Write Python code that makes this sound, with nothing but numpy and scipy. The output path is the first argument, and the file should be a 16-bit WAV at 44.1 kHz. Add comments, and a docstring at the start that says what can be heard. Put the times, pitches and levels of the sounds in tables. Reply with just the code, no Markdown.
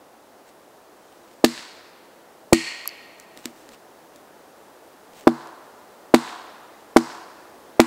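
"""A hatchet splits short firewood on a log in a still forest.
Each blow thuds through the ground as damped log modes; resonant knocks and noise-burst cracks follow through the air.
Single trunks and a decaying noise echo throw them back. The second blow also frees a ringing billet.
Between the blows a flying piece lands, wood is touched and a jacket rustles in grainy hiss.
Far off, coloured noise makes the forest murmur. The microphone overloads at full scale."""
import sys
import numpy as np
from scipy import signal
from scipy.fft import rfft, irfft, next_fast_len
from scipy.io import wavfile
from scipy.ndimage import uniform_filter1d

SR = 44100
rng = np.random.default_rng(int(sys.argv[2]) if len(sys.argv) > 2 else 0)


def inscribe(sig):
    """Save sig as 16-bit PCM at rate SR to the path in sys.argv[1].

    A 1-D sig is mono; a 2-D sig holds one channel per row.
    Samples are clipped to [-1, 1] before scaling.
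    """
    pcm = np.round(np.clip(np.atleast_2d(sig).T, -1, 1) * 32767)
    wavfile.write(sys.argv[1], SR, pcm.astype(np.int16))


N = 346626
T = np.arange(int(1.6 * SR)) / SR  # time axis of one sound, s
AIR_LAG_S = 0.0068  # the airborne sound trails the thud in the ground

# Hatchet blows. Each row: start in seconds, force in dB, wood knock level in dB, crack level in dB,
# crack decay in seconds, crack centre in Hz.
BLOWS = [(1.439, -4.5, -27, -13, 0.00052, 4330), (2.5239, -4, -20.5, -14.5, 0.0017, 7770),
         (5.2694, -.5, -14, -27.5, 0.00077, 4160), (6.1384, 1.5, -15, -15, 0.00069, 3670),
         (6.9610, 0.5, -13, -18.5, 0.0027, 5070), (7.7944, 1.5, -15.5, -14, 0.00062, 2430)]
# Wood knocked, picked up and set down. Each row: time in seconds, snap level in dB, ground thud level in dB.
TOUCHES = [(3.199, -46, -58), (3.374, -44.5, -44), (3.391, -58, -50), (3.456, -30.5, -26),
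           (3.690, -49, -46), (4.160, -53, -46), (5.472, -52, -66)]


def from_db(db):
    """Decibels to gain."""
    return 10 ** (np.asarray(db) / 20)


def at_hz(points, hz):
    """Read a table on a log-frequency axis."""
    f, value = np.transpose(points)
    return np.interp(np.log(np.maximum(hz, 1)), np.log(f), value)


def add(out, s, sound):
    """Mix a sound in at time s."""
    i = int(round(s * SR))
    out[i:i + len(sound)] += sound[:N - i]


def unit_hit(x):
    """Scale to the energy of 10 ms at rms 1."""
    return x / np.sqrt(np.sum(x ** 2) / (SR / 100))


def lowpass(x, top_hz):
    """Gentle second-order treble cut."""
    return signal.sosfilt(signal.butter(2, top_hz, fs=SR, output="sos"), x)


def colour(x, spectrum):
    """Causal (minimum-phase) filter with the given spectrum, made by folding its cepstrum."""
    size = next_fast_len(len(x) // 2 + 1) * 2
    hz = np.arange(size // 2 + 1) * SR / size
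    cepstrum = irfft(np.log(from_db(at_hz(spectrum, hz))))
    cepstrum[1:size // 2] *= 2
    cepstrum[size // 2 + 1:] = 0
    return irfft(rfft(x, size) * np.exp(rfft(cepstrum)))[:len(x)]


def noise(spectrum):
    """Steady coloured noise, rms 1."""
    x = colour(rng.standard_normal(N), spectrum)
    return x / x.std()


def resonate(x, modes):
    """Parallel two-pole resonances of alternating sign."""
    out = 0
    for k, (hz, width, db) in enumerate(modes):
        r = np.exp(-np.pi * width / SR)
        poles = [1, -2 * r * np.cos(2 * np.pi * hz / SR), r * r]
        mode = (1 - r * r) / 2 * signal.lfilter([1, 0, -1], poles, x + 1e-18)  # the offset avoids denormals
        out = out + (-1) ** k * from_db(db) * mode
    return out


def hatchet(through_s=0.00607, thud_echo_db=-22):
    """Thud through the ground, then bite, knock and crack through the air, single trunks and the forest."""
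    # The short piece under the blade. Each row: mode in Hz, width in Hz, relative level in dB.
    piece = [(742, 72, 5.5), (1030, 143, 4), (1330, 276, 1.5), (1676, 475, -5)]
    # a blow above 0 dB presses the log into the moss, which shortens its ring
    free_ring_time, damping_per_db = 1.02, 0.18  # factor on the log's t60; exponential rate per dB
    follow_through_db = -30  # every blow ends in a small push into the moss
    bite_lead_s, bite_db = 0.0025, -14.5  # the edge bites just before the fibres tear; dB from the crack
    # a harder blow carries its knock farther into the forest
    knock_echo_db, knock_echo_growth = -24.5, 2.3  # at force 0 dB; dB per dB of force
    crack_echo_db, crack_echo_growth = -11, 0.92  # after a crack of 0 dB; dB per dB of crack
    near, cracks, far_wood, far_crack = np.zeros((4, N))
    blow = signal.unit_impulse(len(T))
    knock = unit_hit(resonate(blow, piece))
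    for s, force_db, knock_db, crack_db, crack_s, crack_hz in BLOWS:
        air_s = s + AIR_LAG_S
        ring_time = free_ring_time * np.exp(-damping_per_db * max(force_db, 0))
        ground = from_db(force_db) * thud(ring_time)
        add(near, s, ground)
        add(near, s + through_s, from_db(follow_through_db) * follow_through(width_s=0.0008, log_db=6))
        add(near, air_s, from_db(knock_db) * knock)
        add(cracks, air_s, from_db(crack_db) * crack(tearing(crack_s), crack_hz))
        add(near, air_s - bite_lead_s, from_db(crack_db + bite_db) * crack(burst(crack_s), crack_hz))
        # the forest catches the crack from all sides, so only its mean colour comes back
        far_crack_db = crack_echo_db + crack_echo_growth * crack_db
        add(far_crack, air_s, from_db(far_crack_db) * crack(blow, crack_hz))
        far_knock = from_db(knock_echo_db + knock_echo_growth * force_db) * knock
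        add(far_wood, air_s, far_knock + from_db(thud_echo_db) * ground)
    # the cracks and the knocks each get a forest echo of their own
    return near + trunks(cracks) + forest(far_crack) + forest(far_wood)


def thud(ring_time=1, lag_cycles=0.605, contact_hz=1400, contact_s=0.00068, spread_db=2.33):
    """Log modes through the ground: low waves travel slower and arrive later; each hit lands a little elsewhere."""
    # Log and ground. Each row: mode in Hz, mean level in dB, t60 in seconds at ring_time 1.
    log_modes = [(147.3, -38, 0.38), (204, -24.5, 0.12), (238, -7, 0.17), (303.7, 4, 0.028),
                 (328.5, -11.5, 0.18), (356, 0.5, 0.017), (439, -11, 0.059), (618.5, -6, 0.043),
                 (767, -12, 0.057), (840, -0.5, 0.0077), (1214, -8, 0.031)]
    # Sense in which each mode moves the ground at the microphone: one sign per mode.
    log_sense = [1, 1, 1, -1, -1, 1, 1, -1, -1, 1, 1]
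    out = 0
    for sense, (hz, db, t60) in zip(log_sense, log_modes):
        age = np.maximum(T - lag_cycles / hz, 0)
        decay_db = np.minimum(60 * age / (t60 * ring_time), 200)
        level = db + spread_db * rng.standard_normal() - decay_db
        out = out + sense * from_db(level) * np.sin(2 * np.pi * hz * age)
    bite = 1 - np.exp(-(T / (2 * contact_s)) ** 2)  # the force builds as the wood meets the log
    return lowpass(out * bite, contact_hz)


def follow_through(width_s, log_db, peak_s=0.0014):
    """The blade breaks through and lands on the log: one deep push into the moss and a second thud."""
    pulse = -np.exp(-((T - peak_s) / width_s) ** 2)
    push = signal.sosfilt(signal.butter(1, 70, "high", fs=SR, output="sos"), pulse)
    return unit_hit(push) + from_db(log_db) * thud()


def crack(x, centre_hz, peak_db=0, peak_share=0.32):
    """Tearing wood: broad, with one hump set by the size of the sliver; its width is a share of its centre."""
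    # Fibres tearing. Each row: frequency in Hz, relative density in dB per Hz.
    fibres = [(300, -9), (900, -3.5), (1800, 6.5), (3200, 0), (4500, 0.5), (6000, -3.5), (8000, -2),
              (10000, -8), (12500, -8), (16000, -13.5)]
    broad = colour(x, fibres)
    return unit_hit(broad + resonate(broad, [(centre_hz, peak_share * centre_hz, peak_db)]))


def tearing(decay_s, again_s=0.0036, again_db=-11, splinter_db=-17, splinter_s=0.01):
    """The split opens with a jerk, runs on with a second one, and the last splinters let go."""
    again = np.roll(burst(decay_s), int(again_s * SR))
    return burst(decay_s) + from_db(again_db) * again + from_db(splinter_db) * burst(splinter_s)


def burst(decay_s, rise_s=0.00048, count=4096):
    """A quickly dying volley of tiny fractures, evened out so that it has no pitch of its own."""
    t = T[:count]
    spectrum = rfft(rng.standard_normal(count) * np.exp(-t / decay_s))
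    even = np.sqrt(uniform_filter1d(np.abs(spectrum) ** 2, size=80))
    fade = (1 - np.exp(-t / rise_s)) * np.cos(np.pi / 2 * t / t[-1]) ** 2
    return np.pad(irfft(spectrum / even) * fade, (0, len(T) - count))


def split(through_s=0.00572, ring_echo_db=1.0):
    """The wood parts at the second blow: the blade drives on into the log and the freed billet rings out."""
    # The billet that springs free. Each row: mode in Hz, width in Hz, relative level in dB.
    billet = [(1865, 22, 7.5), (2056, 530, 0), (2550, 1100, -2), (2870, 75, 0.5), (4300, 185, -1),
              (7630, 86, -12)]
    split_s, push_db, ring_db = BLOWS[1][0], -14, -17.5
    push, ring = np.zeros((2, N))
    add(push, split_s + through_s, from_db(push_db) * follow_through(width_s=0.0005, log_db=5.5))
    free_ring = unit_hit(resonate(signal.unit_impulse(len(T)), billet))
    add(ring, split_s + AIR_LAG_S, from_db(ring_db) * free_ring)
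    return push + trunks(ring) + from_db(ring_echo_db) * forest(ring)


def trunks(x):
    """The direct sound and its echoes from single trunks, each delayed and dulled."""
    # Trunks that throw the sound back. Each row: delay in seconds, level in dB, treble limit in Hz.
    single_trunks = [(.015, -17, 11900), (0.1313, -23.5, 4500), (.148, -26, 3200)]
    out = x.copy()
    for lag_s, db, top_hz in single_trunks:
        add(out, lag_s, from_db(db) * lowpass(x + 1e-18, top_hz))
    return out


def forest(x, rise_s=0.00093, grain_db=1.5, swell_db=2.0, swell_s=0.16, swell_half_s=0.066):
    """Banded noise echo from many trunks, decaying per band; it swells as a ring of farther trees answers."""
    # Echo strength. Each row: frequency in Hz, level in dB.
    echo_colour = [(150, -4), (500, -4.5), (1000, .5), (1600, -3), (4000, -0.5), (8000, 2), (12000, -1),
                   (16000, -14)]
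    # Echo length. Each row: frequency in Hz, t60 in seconds.
    echo_t60 = [(150, 0.32), (1000, 1.9), (2200, 1.9), (4500, 1.35), (8000, 0.89), (12000, 0.61),
                (16000, .35)]
    grain = np.repeat(rng.standard_normal(len(T)), repeats=48)[:len(T)]  # level steps every 48 samples
    scatter = rng.standard_normal(len(T)) * from_db(grain_db * grain)
    spectrum = rfft(scatter / scatter.std())
    hz = np.arange(len(T) // 2 + 1) * SR / len(T)
    centres = np.geomspace(150, 16000, 14)
    response = 0
    for centre, share in zip(centres, np.eye(len(centres))):
        # overlapping triangular bands that sum to one
        band = irfft(spectrum * at_hz(np.column_stack([centres, share]), hz), len(T))
        level = at_hz(echo_colour, centre) - 60 * T / at_hz(echo_t60, centre)
        response = response + band * from_db(level)
    swell = from_db(swell_db * np.exp(-((T - swell_s) / swell_half_s) ** 2))
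    response = response * swell * (1 - np.exp(-T / rise_s)) / np.sqrt(swell_s * SR)
    return signal.fftconvolve(x, response)[:N]


def ticks(snap_s=0.00063, snap_lag_s=0.0029, echo_db=-23):
    """Small wood: a flying piece taps, clinks and bounces; each touch is a little ground thud, then a snap."""
    # The piece against something hard. Each row: mode in Hz, width in Hz, relative level in dB.
    clink = [(4570, 370, -9.5), (7500, 480, -9), (8700, 820, -11), (11900, 550, 3.5)]
    tap_s, tap_db, tap_hz, tap_width_hz = 2.857, -37, 1130, 280
    clink_s, clink_db, bounce_s, bounce_db = 2.8755, -25, 0.015, -14  # bounce: after and from the clink
    touch_hz, touch_soft_hz = 8100, 324  # centre of the snap; top of its soft thud
    landing = [
        (tap_s, tap_db, [(tap_hz, tap_width_hz, 0)]),
        (clink_s, clink_db, clink),
        (clink_s + bounce_s, clink_db + bounce_db, clink[:1]),  # bounces on its lowest mode
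    ]
    snaps, thuds = np.zeros((2, N))
    ground = thud(contact_hz=touch_soft_hz)
    for s, db, modes in landing:
        add(snaps, s, from_db(db) * unit_hit(resonate(burst(snap_s), modes)))
    for s, snap_db, thud_db in TOUCHES:
        add(thuds, s - snap_lag_s, from_db(thud_db) * ground)
        add(snaps, s, from_db(snap_db) * crack(burst(snap_s), touch_hz, peak_db=3, peak_share=0.63))
    return snaps + thuds + from_db(echo_db) * forest(snaps)


def rustles(grain_db=3.5):
    """Soft swells of grainy hiss as the arms move and each touch of the wood stirs the litter."""
    # Sleeves brushing as the arms move. Each row: centre in seconds, half length in seconds, level in dB.
    sleeves = [(0.486, .02, -54.5), (1.27, 0.3, -62), (3.605, 0.061, -57), (3.737, 0.016, -50),
               (5.186, 0.054, -51)]
    # Colour of the hiss. Each row: frequency in Hz, relative density in dB per Hz.
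    hiss = [(800, -4), (2500, -4), (4200, -7), (6500, -9.5), (8300, -8), (11000, -23), (16000, -12.5)]
    # a firm touch stirs the litter more: level after a snap of 0 dB, dB per dB of snap
    litter_db, litter_growth = -31, 0.58
    litter_lag_s, litter_half_s = 0.0088, 0.03
    t = np.arange(N) / SR
    litter = [(s + litter_lag_s, litter_half_s, litter_db + litter_growth * snap_db) for s, snap_db, _ in TOUCHES]
    swell = 0
    for s, half_s, db in list(sleeves) + litter:
        swell = swell + from_db(db) * np.exp(-np.minimum(((t - s) / half_s) ** 2, 50))
    grain = uniform_filter1d(rng.standard_normal(N), size=90)
    return swell * from_db(grain_db * grain / grain.std()) * noise(hiss)


def murmur():
    """Distant air in the treetops: steady coloured noise, slowly swelling."""
    # Far murmur with a faint hiss on top. Each row: frequency in Hz, relative density in dB per Hz.
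    treetops = [(18, -63.5), (30, -40), (55, -17.5), (97, -14.5), (130, -13.5), (237, -4), (324, 0),
                (455, -0.5), (505, 0.5), (852, -2), (1050, -5.5), (1910, -13), (2240, -17.5),
                (14000, -25.5), (15500, -25.5)]
    start_db, rise_db_per_s = -51, 0.42
    return from_db(start_db + rise_db_per_s * np.arange(N) / SR) * noise(treetops)


def scene():
    """All sources at one microphone."""
    return (hatchet() + split() + ticks() + rustles() + murmur())[None]


def record(dry):
    """The microphone clips at full scale, then a steep low-pass cuts the top."""
    cutoff_hz = 15700
    clipped = np.clip(dry, -1, 1)
    return signal.sosfilt(signal.ellip(10, 0.1, 70, cutoff_hz, fs=SR, output="sos"), clipped)


dry = scene()
out = record(dry)
inscribe(out)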